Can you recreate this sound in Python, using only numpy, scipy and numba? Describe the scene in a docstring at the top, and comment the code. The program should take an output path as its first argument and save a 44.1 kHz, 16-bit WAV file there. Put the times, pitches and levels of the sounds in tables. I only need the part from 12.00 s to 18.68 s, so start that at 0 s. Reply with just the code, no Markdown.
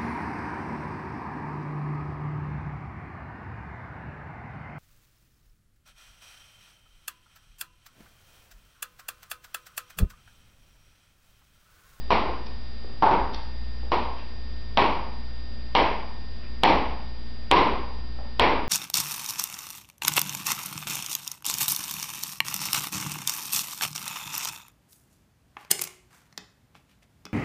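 """An appliance hums throughout, a motor tone with thin steady tones over noise shaped as rumble and hiss.
Someone in hard loafers with metal heel taps walks slowly across a kitchen, eight heels about 0.9 s apart.
Each heel clicks, knocks and thuds as decaying modes, and the bare room rings on as filtered noise echoes.
Soles pat down as softer modes, the floor sways very low, and short bursts of uneven ticks scuff in between.
A small camera on the floor holds the blows down with a fast limiter."""
import sys
import numpy as np
from scipy import signal
from scipy.fft import rfft, irfft
from scipy.io import wavfile
from scipy.ndimage import uniform_filter1d
from numba import njit

SR = 44100
rng = np.random.default_rng(int(sys.argv[2]) if len(sys.argv) > 2 else 0)


def persist_wave(psi):
    """Save psi, clipped to +-1, as 16-bit WAV."""
    counts = np.round(np.clip(psi, -1, 1) * 32767).astype(np.int16)
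    wavfile.write(sys.argv[1], SR, np.atleast_2d(counts).T)


N = 294588
TIME = np.arange(N) / SR

# heel strikes, levels relative: start_s, blow_db, ring_hz, ring_t60_s, second_ring_db, thud_db, tap_db, snap_db
HEEL_STRIKES = [(0.1058, -5.5, 943, 0.012, -1, -6.5, -3.5, -16.5),
                (1.0244, 1.5, 896, 0.026, -12, -18, -18, -22),
                (1.9190, -8, 955, 0.02, -4.5, -5.5, -5.5, -15.5),
                (2.7734, -2.5, 939, 0.047, -2, -11, -4, -2),
                (3.7515, -3, 964, 0.012, -9.5, -18.5, -2, -3.5),
                (4.6352, 0, 897, 0.016, -6.5, -4.5, -4, 2.5), (5.5134, -2.5, 990, 0.035, 3, 0.5, 0, 4),
                (6.3964, -4, 1002, 0.018, -11, -4.5, -2, 1.5)]


def undb(db):
    """Decibels to gain."""
    return 10 ** (np.asarray(db) / 20)


def unit(x):
    """Scale to rms 1."""
    return x / np.sqrt(np.mean(x ** 2))


def read(points, hz):
    """Read (Hz, value) points on a log-frequency axis."""
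    f, value = np.transpose(points)
    return np.interp(np.log(hz + 1e-3), np.log(f), value)


def bins(size):
    """Frequencies of a spectrum of this many samples."""
    return np.arange(size // 2 + 1) * SR / size


def add(out, start_s, x):
    """Mix x into out from start_s."""
    i = max(int(start_s * SR), 0)
    out[i:i + len(x)] += x[:len(out) - i]


def walk(rate_hz):
    """Random levels, one per 1 / rate_hz seconds, smoothed twice, trimmed to N and scaled to rms 1."""
    hold = int(SR / rate_hz)
    steps = np.repeat(rng.standard_normal(N // hold + 1), hold)
    smooth = uniform_filter1d(uniform_filter1d(steps, hold), hold)
    return unit(smooth[:N])


def background(hum_waver_hz=3, hum_drift_rad=.2):
    """A wavering motor hum with thin steady tones, over rumble and hiss."""
    # thin appliance tones: pitch_hz, level_db, waver_db
    tone_list = [(117.8, -53.5, 2), (224, -54.5, 2), (239, -58, 2), (1825, -59.5, 0.7), (3655, -65.5, 0),
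                 (4831, -54, 0.36)]
    # colour of the rumble and hiss: frequency_hz, relative density_db per Hz
    air_colour = [(12, 3.5), (20, 0.5), (38, -5.5), (56, -2), (72, -12.5), (88, -9.5), (110, -14),
                  (170, -15), (235, -16.5), (320, -19), (650, -23.5), (1800, -30.5), (4700, -30.5),
                  (5800, -38.5)]
    # motor shaft rate, level and slow waver of the level
    hum_hz, hum_db, hum_waver_db = 59.23, -37.5, 1.5
    air_db = -41.5

    hum_level = undb(hum_db + hum_waver_db * walk(hum_waver_hz))
    hum = hum_level * unit(np.sin(2 * np.pi * hum_hz * TIME + hum_drift_rad * walk(2.4)))
    tones = 0
    for hz, db, waver_db in tone_list:
        level = undb(db + waver_db * walk(5.8))
        # tones that waver more in level also drift more in phase
        drift = 0.51 * waver_db * walk(6.5)
        tones = tones + level * unit(np.sin(2 * np.pi * hz * TIME + drift))
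    noise = rfft(rng.standard_normal(N))
    air = unit(irfft(noise * undb(read(air_colour, bins(N))), N))
    return hum + tones + undb(air_db) * air


def kitchen(build_s=0.0036, echo_db=14, count=8, size=49152):
    """A few cabinet echoes, then a swelling wash in which each half octave dies at its own rate."""
    # tone of the room's echoes: frequency_hz, level_db
    room_colour = [(30, -7), (140, -18), (220, -6), (600, -1.5), (1100, -4), (1450, -0.5), (2200, 1),
                   (3100, -6.5), (4200, -5.5), (5600, -11.5)]
    # how long the room rings: frequency_hz, t60_s
    room_t60 = [(50, 1.6), (120, 1.04), (260, 0.69), (650, 0.64), (1050, 0.69), (2000, 0.64), (4800, 0.62)]
    echo_s = .03  # the cabinet echoes fall within this time

    t, hz = np.arange(size) / SR, bins(size)
    echoes = rng.standard_normal(size)
    echoes[(rng.random(count) * echo_s * SR).astype(int)] += undb(echo_db)
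    spectrum = rfft(echoes) * undb(read(room_colour, hz))
    tail = 0
    for centre in 20 * 2 ** np.arange(0, 9, .5):
        # overlapping triangles, half an octave to either side
        band = np.maximum(1 - 2 * np.abs(np.log2((hz + 1) / centre)), 0)
        tail = tail + irfft(spectrum * band, size) * undb(-60 * t / read(room_t60, centre))
    return tail * (1 - np.exp(-t / build_s))


def heard(sound, direct_db):
    """A sound at the floor reaches the microphone directly and through the room."""
    paths = kitchen()
    paths[0] += undb(direct_db)
    return signal.fftconvolve(sound, paths)


def mode(hz, t60, db):
    """A struck resonance, a decaying sine 0.1 s long; db sets its total energy."""
    t = TIME[:SR // 10]
    ring = np.sin(2 * np.pi * hz * t) * undb(-60 * t / t60)
    return undb(db) * ring / np.sqrt(np.sum(ring ** 2))


def flex(lag_scatter_s=0.0092):
    """The floor sags as the body's weight follows each heel and sways back, very low."""
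    lag_s, rise_s, sway_hz, sway_t60_s = .06, .04, 51.4, 0.79
    flex_db = -27  # gain after a 0 dB blow
    out, t = np.zeros(N), TIME[:SR]
    envelope = (1 - np.exp(-t / rise_s)) * undb(-60 * t / sway_t60_s)
    sway = np.sin(2 * np.pi * sway_hz * t) * envelope
    for start_s, blow_db, *_ in HEEL_STRIKES:
        lag = lag_s + lag_scatter_s * rng.standard_normal()
        add(out, start_s + lag, undb(flex_db + blow_db) * sway)
    return out


def scuffs(grain_db=5, grain_cycles=5.7):
    """A dragged shoe catches on the floor in a short swell of uneven ticks, each ringing a few cycles."""
    # scuffs, leather low and metal high: start_s, length_s, level_db (loudest 10 ms), centre_hz
    scuff_list = [(0.459, 0.017, -46.5, 4720), (0.841, 0.011, -43, 536), (1.328, 0.021, -44, 4150),
                  (1.343, 0.0079, -34.5, 4530), (1.827, 0.021, -46, 745), (2.158, 0.068, -48.5, 2920),
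                  (4.415, 0.044, -52, 2580), (6.184, 0.0088, -42, 774), (6.239, 0.023, -55, 890)]
    out = np.zeros(N)
    for start_s, length_s, db, hz in scuff_list:
        ticks, sizes = rng.standard_normal((2, SR // 4))
        swell = np.sin(np.pi * np.minimum(TIME[:len(ticks)] / length_s, 1))
        uneven = ticks * undb(grain_db * sizes) * swell
        drag = signal.fftconvolve(uneven, mode(hz, grain_cycles / hz, 0))
        rub = heard(drag, direct_db=28)
        loudest = np.sqrt(np.max(uniform_filter1d(rub ** 2, size=SR // 100)))
        add(out, start_s, undb(db) * rub / loudest)
    return out


def shoe(ring_hz, thud_hz, thud_db, tap_hz, tap_db, ring_t60, thud_t60=0.006):
    """One blow rings the shoe's hard block, the floor under it and the metal tap."""
    # modes of the metal tap: ratio to tap_hz, t60_s, level_db
    tap_modes = [(1.003, 0.0014, -3.5), (1.022, 0.018, -23), (1.33, 0.0036, -6.5), (1.701, 0.0019, -13.5)]
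    # the block's broad knock: pitch_hz, t60_s, level_db
    knock = (886, 0.014, -9)
    # the floor's low boom under every foot: pitch_hz, t60_s, level_db
    boom = (225, 0.018, -15.5)
    block = mode(ring_hz, ring_t60, 0) + mode(*knock)
    floor = mode(thud_hz, thud_t60, thud_db) + mode(*boom)
    tap = sum(mode(tap_hz * ratio, t60, db + tap_db) for ratio, t60, db in tap_modes)
    return block + floor + tap


def soles(step_db=-14):
    """The front of the shoe comes down more softly, mostly just after the heel."""
    # soles patting down, levels relative: start_s, blow_db, tap_db
    sole_pats = [(0.155, -33.5, 11), (0.276, -23, -16), (1.112, -9.5, -10.5), (1.140, -17, -24),
                 (2.820, -9.5, -14), (3.800, -10, -13), (4.700, -10, -5), (5.580, -10, -7.5),
                 (5.660, -16, -6.5), (6.422, -10.5, 0.5), (6.466, -8.5, -22), (6.520, -24, -7)]
    # the softer a sole lands, the larger the thud's share
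    thud_at_0_db, thud_db_per_db = -8, -0.65
    out = np.zeros(N)
    for start_s, blow_db, tap_db in sole_pats:
        thud_db = thud_at_0_db + thud_db_per_db * blow_db
        pat = shoe(ring_hz=940, thud_hz=418, thud_db=thud_db, tap_hz=1980, tap_db=tap_db, ring_t60=0.0088)
        add(out, start_s, undb(step_db + blow_db) * heard(pat, direct_db=18.5))
    return out


def heels(step_db=-14, near_ring_db=2, graze_db=0, graze_s=.0025,
          snap_gain_db=5, snap_hz=3250, snap_t60=0.0041, snap_lag_s=.0006):
    """The heel's edge grazes the floor, the weight lands, and the tap snaps flat an instant later."""
    # the heel block's second ring: pitch_hz, t60_s
    second_ring = (1052.5, 0.039)
    # a heavier heel thuds lower
    thud_at_0_db_hz, thud_hz_per_db = 390, -17
    tap_hz = 2273  # the tap's modes are multiples of this
    out = np.zeros(N)
    for start_s, blow_db, ring_hz, ring_t60, second_db, thud_db, tap_db, snap_db in HEEL_STRIKES:
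        thud_hz = thud_at_0_db_hz + thud_hz_per_db * blow_db
        body = shoe(ring_hz, thud_hz, thud_db, tap_hz, tap_db, ring_t60)
        body = body + mode(*second_ring, second_db)
        blow = undb(step_db + blow_db) * body
        add(out, start_s - graze_s, undb(graze_db) * blow)
        add(out, start_s, heard(blow, direct_db=11))
        # the main ring and the snap carry straight along the floor to the microphone
        add(out, start_s, mode(ring_hz, ring_t60, near_ring_db))
        add(out, start_s + snap_lag_s, -mode(snap_hz, snap_t60, snap_gain_db + snap_db))
    return out


def scene():
    """Steps, scuffs and the humming kitchen, in mono."""
    return (heels() + soles() + scuffs() + background() + flex())[None]


@njit
def follow(x, attack, release):
    """Peak follower: quick to rise, slower to fall."""
    out, level = np.empty(len(x)), 0.
    for i in range(len(x)):
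        size = abs(x[i])
        level += (size - level) * (attack if size > level else release)
        out[i] = level
    return out


def low_pass(x, hz):
    """Steep low-pass without phase shift."""
    return irfft(rfft(x) / (1 + (bins(N) / hz) ** 60), N)


def record(dry, limit_db=-11.5, attack_s=0.00074, release_s=0.018):
    """A narrow-band recorder: the limiter lets each first click through, and peaks past the rails clip."""
    band_hz, top_hz = 5850, 16000  # low-pass corners before and after the rails
    offset, rail = -.0466, .7  # full scale is 1
    x = dry[0]
    peak = follow(x, 1 / (attack_s * SR), 1 / (release_s * SR))
    gain = np.minimum(1, undb(limit_db) / (peak + 1e-9))
    x = low_pass(x * gain, band_hz)
    # the converter sits slightly off centre between its rails
    return low_pass(np.clip(x + offset, -rail, rail), top_hz)[None]


dry = scene()
out = record(dry)
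persist_wave(out)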